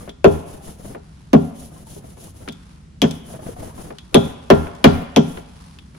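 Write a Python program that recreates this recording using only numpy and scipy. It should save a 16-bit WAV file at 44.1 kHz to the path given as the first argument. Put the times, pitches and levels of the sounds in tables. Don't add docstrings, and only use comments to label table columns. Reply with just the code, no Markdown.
import sys
import numpy as np
from scipy import signal
from scipy.fft import rfft, irfft, next_fast_len
from scipy.io import wavfile

SR = 44100
rng = np.random.default_rng(int(sys.argv[2]) if len(sys.argv) > 2 else 0)


def dump(signal):
    limited = np.clip(np.atleast_2d(signal).T, -1, 1)
    pcm = np.round(limited * 32767).astype(np.int16)
    wavfile.write(sys.argv[1], SR, pcm)


N = 263707
TIME = np.arange(N) / SR
AGE = TIME[:SR]
SIDES = np.array([[-.5], [.5]])
# frequency in Hz, relative level in dB, t60 in seconds.
FRAME_CHATTER = [(600, 0.5, 0.018), (1410, 10.5, 0.014), (2444, -3.5, 0.097), (3280, 19.5, 0.065),
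                 (4200, -14, 0.054), (6420, -1.5, 0.13), (7950, -27.5, 0.035), (10560, -5, 0.045),
                 (13000, -32, 0.02), (16000, -34, .01)]


def knocks():
    axle = axle_ring()
    clacks = [frame_clack() for _ in range(3)]
    thuds = [slab_thud() for _ in range(4)]
    bench = bench_thud()
    return set_downs(clacks, thuds, bench, axle) + roll_bumps(thuds, bench) + axle_ticks(axle)


def set_downs(clacks, thuds, bench, axle, rebound_db=-8, rebound_s=0.0074):
    # start in seconds, clack gain in dB, corner pitch in Hz, frame and axle gains in dB, seconds
    # until the roll lands, slab gain in dB, contact cutoff in Hz, bench and boom gains in dB.
    blows = [(0.2435, -12.5, 2600, -44, -25, 0.0013, 5.5, 695, -6, -2),
             (1.3315, -15.5, 1950, -34, -30, 0.0019, 0, 710, 2, -11),
             (3.0178, -10, 6000, 4.5, -21.5, 0.0036, -9.5, 710, -5, -15.5),
             (4.1440, -6.5, 10300, -13, -6.5, 0.0041, 1.5, 890, -2.5, -9.5),
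             (4.5018, -9.5, 1900, -3, -24.5, 0.0014, 3, 1450, -2, -2),
             (4.8420, -3.5, 1400, 4.5, -18, 0.0019, 2, 2940, 2.5, 0),
             (5.1620, -9.5, 5600, 3, -19.5, 0.0037, -3.5, 970, -1.5, -17)]
    frame_modes = [(3030, -37.5, 0.18, .0003, 0.4), (3227, -28.5, 0.12, 0.00023, -0.12),
                   (3320, -23.5, 0.12, .0003, .5), (3348, -7, 0.0077, 0.00035, -0.76),
                   (5740, -17, 0.0089, 0.0001, 0.068), (5905, -36.5, 0.063, .0003, 0.8)]
    boom_modes = [(55, -23, .3, .03, .9), (76, -8, .25, .02, 1), (84, -7, .33, .02, 1),
                  (111, -15, .16, .02, .3)]
    frame, boom = ring(frame_modes), ring(boom_modes)
    out = np.zeros((2, N))
    for k, blow in enumerate(blows):
        s, clack_db, corner_hz, frame_db, axle_db, wait, slab_db, contact_hz, bench_db, boom_db = blow
        metal = rattling(from_db(frame_db) * frame + from_db(axle_db) * axle)
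        add(out, s, from_db(clack_db) * corner(clacks[k % len(clacks)], corner_hz) + metal)
        rebound = corner(clacks[(k + 1) % len(clacks)], corner_hz)
        add(out, s + rebound_s, from_db(clack_db + rebound_db) * rebound)
        thud = from_db(slab_db) * soften(thuds[k % len(thuds)], contact_hz)
        add(out, s + wait, thud + from_db(bench_db) * bench + from_db(boom_db) * boom)
    return out


def frame_clack(crack_db=11, chatter_db=15.5):
    # frequency in Hz, relative level in dB, t60 in seconds.
    crack = [(507, 3, 0.012), (1448, -9, 0.0074), (2280, 18.5, 0.021), (3160, 14.5, 0.0044),
             (4000, -24.5, 0.0052), (5700, 17.5, 0.013), (7860, -3.5, 0.0023), (10700, -19.5, 0.0038),
             (13170, -19.5, 0.004), (16400, -23.5, 0.003)]
    return from_db(crack_db) * burst(crack) + from_db(chatter_db) * burst(FRAME_CHATTER)


def corner(clack, hz, octaves=.4, lift_db=4.5):
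    half = 2 ** (octaves / 2)
    edges = [hz / half, min(hz * half, SR / 2 - 1000)]
    band = signal.sosfilt(signal.butter(1, edges, "band", fs=SR, output="sos"), clack)
    return clack + (from_db(lift_db) - 1) * band


def rattling(sound, rattle_db=3.5):
    return sound * from_db(rattle_db * flutter(per_s=740, size=SR))


def slab_thud(crowd_db=23.5):
    slab_modes = [(384, 2, 0.045, 0.0019, 0.38), (399.4, -3.5, 0.21, 0.015, 4.1),
                  (444.3, 3, 0.096, 0.0086, 1.8), (479, -19.5, 0.12, 0.00067, 1.4),
                  (555.6, -1.5, 0.082, 0.0081, 1.9), (610, -15, 0.037, 0.0015, 2.4),
                  (671.5, -10, 0.082, 0.00067, 1.3), (816, -20.5, 0.15, 0.0031, 1),
                  (988, -8.5, 0.053, .001, 1.7), (1210, -15.5, 0.069, 0.00084, 0.74),
                  (1384.5, -23, 0.32, 0.0028, 1.2), (1910, -22.5, 0.042, 0.00077, 0.47)]
    # frequency in Hz, relative level in dB, t60 in seconds.
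    crowd = [(60, -14, 0.11), (130, -4, 0.3), (296, -8.5, 0.36), (412, 9, 0.049), (703, 1, 0.2),
             (1030, -8.5, 0.17), (2380, -6.5, 0.072), (4000, -16, 0.2), (9000, -43, .05)]
    return ring(slab_modes) + from_db(crowd_db) * burst(crowd)


def soften(thud, hz):
    return signal.sosfilt(signal.butter(2, min(hz, SR / 2 - 1000), fs=SR, output="sos"), thud)


def bench_thud(lead_rad=0.23, onset_s=0.009):
    # pitch in Hz, level in dB, arrival and spread in seconds.
    packets = [(266.2, -0.5, 0.01, 0.012), (226.4, -2, 0.02, 0.017), (159.2, -7.5, 0.036, 0.02),
               (114, -29.5, 0.055, 0.0067)]
    bench_modes = [(159, -8, 0.28, 0.033, 0.089), (183.4, -15.5, 0.34, 0.027, .1),
                   (219, -15, 0.14, 0.014, 0.23), (234.2, -20, 0.62, 0.059, 0.27),
                   (267.9, -11, 0.29, 0.015, 1)]
    wave = 0
    for hz, db, arrival, spread in packets:
        swell = from_db(db) * np.exp(-((AGE - arrival) / spread) ** 2)
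        wave = wave + swell * np.sin(2 * np.pi * hz * AGE + SIDES * lead_rad)
    return wave * np.minimum(AGE / onset_s, 1) + ring(bench_modes)


def strokes(ease_s=0.041, overlap_s=0.009, light_touch_db=-5, hiss_power=1.07, rumble_power=1.02):
    # start and end in seconds, stroke count, push hiss, pull hiss and
    # rumble in dB, seconds the hand takes to lean in.
    runs = [(-0.12, 0.124, 1, -50.5, -52, -39.5, .02), (0.241, 0.967, 4, -46.5, -47, -39, .02),
            (1.344, 2.521, 7, -52.5, -45, -44.5, 0.018), (3.026, 3.928, 5, -46.5, -45.5, -35.5, 0.35),
            (4.12, 4.35, 1, -47.5, -43, -32.5, 0.014), (4.487, 4.701, 1, -48.5, -47.5, -31, .02),
            (4.825, 5.067, 1, -50.5, -49, -30, .02), (5.204, 5.435, 1, -49, -50, -38, .02)]
    hiss, rumble = np.zeros(N), np.zeros(N)
    for start, end, count, push_db, pull_db, rumble_db, lean_s in runs:
        turns = np.linspace(start + ease_s, end - ease_s, round(count) + 1)
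        turns[0], turns[-1] = start, end
        lean = np.clip((TIME - start) / lean_s, 0, 1) ** 2
        pressure = from_db(light_touch_db * (1 - lean))
        for k, (begin, finish) in enumerate(zip(turns, turns[1:])):
            speed = arch((begin + finish) / 2, finish - begin + 2 * overlap_s)
            hiss += pressure * from_db(pull_db if k % 2 else push_db) * speed ** hiss_power
            rumble += pressure * from_db(rumble_db) * speed ** rumble_power
    return hiss, rumble


def rolling(hiss, rumble, thread_db=3.0, patchy_db=2.0, uneven_db=3.0):
    # frequency in Hz, relative level in dB.
    ink_spectrum = [(800, -23), (1800, -18), (3000, -0.5), (4500, -3.5), (6800, 1), (8200, -4.5), (9600, 4),
                    (10900, 6), (12200, -5), (13500, -28.5), (15200, -4.5), (16300, -27), (17000, -25)]
    roll_spectrum = [(50, -4.5), (110, -3), (210, 0.5), (400, -8.5), (700, -8), (950, -16.5), (1350, -20.5),
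                     (2000, -25.5), (5000, -42.5)]
    threads = from_db(patchy_db * flutter(per_s=78)) * noise(ink_spectrum, size=N, grain_db=thread_db)
    roll = from_db(uneven_db * flutter(per_s=90)) * noise(roll_spectrum, size=N)
    return hiss * threads + rumble * roll


def pops(rumble, t60=0.1, grit=0.46, lead_rad=1.65, peel_s=0.0013):
    # start in seconds, level in dB, pitch in Hz.
    releases = [(.605, -41, 795), (1.867, -42.5, 894), (1.963, -30, 403), (2.041, -39.5, 658),
                (3.338, -30.5, 648), (3.39, -30.5, 626), (3.464, -30, 670), (3.489, -26.5, 461),
                (3.563, -33.5, 720), (3.625, -28.5, 646)]
    out, age = np.zeros((2, N)), AGE[:SR // 5]
    shape = (1 - np.exp(-age / peel_s)) * from_db(-60 * age / t60)
    for s, gain, hz in [(s, from_db(db), hz) for s, db, hz in releases] + small_pops(rumble):
        tone = np.sin(2 * np.pi * hz * age + SIDES * lead_rad)
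        skirt = noise([(hz / 4, -12), (hz, 0), (2 * hz, -13), (10 * hz, -45)], size=len(age))
        add(out, s, gain * shape * (tone + grit * skirt))
    return out


def small_pops(rumble, per_s=26, relative_db=-1, spread_db=1.5, low_hz=382, high_hz=1301):
    when, size, pitch, chance = rng.random((400, 4)).T
    s = when * TIME[-1]
    gain = np.interp(s, TIME, rumble) * from_db(relative_db + spread_db * (1 - 2 * size))
    hz = low_hz * (high_hz / low_hz) ** pitch
    heard = (chance < per_s * TIME[-1] / len(s)) & (gain > 1e-4)
    return list(zip(s[heard], gain[heard], hz[heard]))


def roll_bumps(thuds, bench, contact_hz=1800, tick_hz=1500):
    # start in seconds, then slab, bench and tick gains in dB.
    bumps = [(.0768, -30.5, -36, -53), (.948, -28, -35.5, -38.5), (2.171, -41, -42.5, -59),
             (2.4773, -29.5, -26, -28), (3.040, -14.5, -24, -40), (3.9045, -29, -37, -38),
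             (4.6688, -32, -38, -31.5), (5.3732, -31, -37.5, -29), (5.9489, -48, -47, -43.5)]
    out = np.zeros((2, N))
    for k, (s, slab_db, bench_db, tick_db) in enumerate(bumps):
        thud = from_db(slab_db) * soften(thuds[k % len(thuds)], contact_hz)
        add(out, s, thud + from_db(bench_db) * bench)
        add(out, s, from_db(tick_db) * tick(tick_hz))
    return out


def axle_ticks(axle, ping_db=-3, chatter_db=11):
    # start in seconds, gain in dB, centre of the tick in Hz.
    drops = [(0.0932, -34, 3320), (2.4863, -27.5, 2850), (2.5234, -37.5, 6570), (3.1099, -29.5, 5400),
             (3.9849, -32.5, 3300), (4.7506, -45, 6000), (5.787, -38, 2620)]
    out = np.zeros((2, N))
    chatter = from_db(chatter_db) * burst(FRAME_CHATTER)
    for s, db, hz in drops:
        add(out, s, from_db(db) * tick(hz))
        add(out, s, from_db(db) * (chatter + from_db(ping_db) * rattling(axle)))
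    return out


def axle_ring(tone_db=-6, buzz_db=-9, buzz_t60=0.14):
    axle_modes = [(3350, -17, 0.39, .0003, -1.2), (3560, -18, 0.46, .0003, -.6),
                  (3440, -2.5, 0.038, .0002, -1), (3774, -27, .1, .0003, .2),
                  (9950, -2.5, .012, 0.00025, .3), (10700, -3.5, .01, .0002, 0)]
    # frequency in Hz, relative level in dB.
    buzz_spectrum = [(1500, -41), (2800, -21), (3350, 8.5), (3600, -2), (4100, -11.5), (5200, -44)]
    buzz = noise(buzz_spectrum, size=SR) * from_db(buzz_db - 60 * AGE / buzz_t60)
    return from_db(tone_db) * ring(axle_modes) + buzz


def tick(hz, t60=0.029):
    spectrum = [(hz / 4, -18), (hz / 2, -7), (hz, 0), (2 * hz, -11), (4 * hz, -32), (10 * hz, -55)]
    return noise(spectrum, size=SR // 10) * from_db(-60 * AGE[:SR // 10] / t60)


def from_the_left(sound):
    # frequency in Hz, left minus right in dB.
    balance = [(40, 13.5), (75, 0), (150, -1), (350, 2.5), (700, 2.5), (1400, 0), (2800, 2.5), (5000, 2.5),
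               (10000, -0.1)]
    padded = next_fast_len(N + SR // 10, True)
    half_db = at_hz(balance, np.arange(padded // 2 + 1) * SR / padded) / 2
    return irfft(rfft(sound, padded) * from_db([half_db, -half_db]), padded)[:, :N]


def workshop(build_up_s=0.005):
    # frequency in Hz, relative level in dB, t60 in seconds.
    echo_bands = [(60, -42, 0.27), (120, -22, 1), (224, -20.5, 1), (415, -26, 0.94), (900, -15.5, 1),
                  (1340, -14.5, 1), (3170, -18.5, 1), (5960, -9.5, 0.44), (10500, -6, 0.22),
                  (14000, -26, .15)]
    return dying_noise(echo_bands) * (1 - np.exp(-AGE / build_up_s)) / np.sqrt(SR / 20)


def rustles_and_wash(flicker_db=3.0):
    # middle and length in seconds, level in dB.
    swells = [(0.0, 0.21, -62), (1.148, 0.6, -59.5), (2.663, 0.46, -57), (4.756, 3.3, -54.5),
              (5.648, 0.34, -57), (5.98, 0.076, -58)]
    # frequency in Hz, relative level in dB.
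    spectrum = [(300, -8), (900, 17.5), (2000, 5.5), (5000, 5.5), (8000, -1.5), (10500, 4), (13000, -19),
                (17000, -19.5)]
    level = sum(from_db(db) * arch(middle, length) for middle, length, db in swells)
    return level * from_db(flicker_db * flutter(per_s=360)) * noise(spectrum, size=N)


def ventilation(level_db=-43.5):
    # frequency in Hz, relative level in dB.
    air_spectrum = [(25, -14), (45, 6), (70, 11), (110, 1.5), (160, 7.5), (210, 0.5), (300, -8.5),
                    (500, -17.5), (1000, -21.5), (3000, -27.5), (6000, -30.5), (11000, -38), (14000, -77)]
    return from_db(level_db) * noise(air_spectrum, size=N)


def ring(modes, bend_delay_s=0.00732):
    out = 0
    for hz, db, t60, build_up, lead in modes:
        age = np.maximum(AGE - bend_delay_s * 200 / hz, 0)
        shape = (1 - np.exp(-age / build_up)) * from_db(db - 60 * age / t60)
        out = out + shape * np.sin(2 * np.pi * hz * age + SIDES * lead)
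    return out


def burst(table):
    return rms_one(dying_noise(table, size=SR // 4)) / np.sqrt(SR)


def dying_noise(table, size=SR):
    out, edges = np.zeros((2, SR)), np.geomspace(40, 18000, 19)
    white = [noise([(1, 0), (SR, 0)], size=size + SR // 10) for _ in range(2)]
    for k, (low, high) in enumerate(zip(edges, edges[1:])):
        bandpass = signal.butter(2, [low, high], "band", fs=SR, output="sos")
        band = signal.sosfilt(bandpass, white[k % 2])[:, -size:]
        hz = np.sqrt(low * high)
        t60 = at_hz(table, hz, column=2)
        out[:, :size] += band * from_db(at_hz(table, hz) - 60 * AGE[:size] / t60)
    return out


def noise(spectrum, size, grain_db=0):
    # frequency in Hz, left-right correlation.
    likeness = [(40, 1), (150, 0.91), (280, 0.81), (450, 0.27), (700, -0.6), (1400, 0.13), (3000, 0.23),
                (8000, 0.14), (15000, 0.37)]
    padded = next_fast_len(size, True)
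    hz = np.arange(padded // 2 + 1) * SR / padded
    grains = from_db(grain_db * rng.standard_normal(padded))
    mid, side = rfft(grains * rng.standard_normal((2, padded)))
    alike = np.clip(at_hz(likeness, hz), -1, 1)
    both = np.sqrt(1 + alike) * mid + np.sqrt(1 - alike) * side * [[1], [-1]]
    return rms_one(irfft(both * from_db(at_hz(spectrum, hz)), padded)[:, :size])


def flutter(per_s, size=N):
    knots = rng.standard_normal(int(per_s * size / SR) + 2)
    return np.interp(TIME[:size] * per_s, np.arange(len(knots)), knots)


def arch(middle, length):
    return np.cos(np.pi * np.clip((TIME - middle) / length, -.5, .5)).clip(0)


def at_hz(points, hz, column=1):
    table = np.array(points)
    return np.interp(np.log(np.maximum(hz, 1)), np.log(table[:, 0]), table[:, column])


def add(out, s, sound):
    start = max(round(s * SR), 0)
    part = sound[:, :N - start]
    out[:, start:start + part.shape[1]] += part


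def from_db(db):
    return 10 ** (np.asarray(db) / 20)


def rms_one(x):
    return x / np.sqrt(np.mean(x ** 2) + 1e-20)


def scene():
    hiss, rumble = strokes()
    room = workshop()
    background = rustles_and_wash() + ventilation()
    rolled = rolling(hiss, rumble)
    struck = knocks() + pops(rumble)
    echo = signal.fftconvolve(struck, room, axes=1)[:, :N]
    return from_the_left(struck + rolled) + echo + background


def record(dry, cutoff_hz=17100):
    clipped = dry / (1 + dry ** 8) ** (1 / 8)
    return signal.sosfilt(signal.cheby2(16, 60, cutoff_hz, fs=SR, output="sos"), clipped)


dry = scene()
out = record(dry)
dump(out)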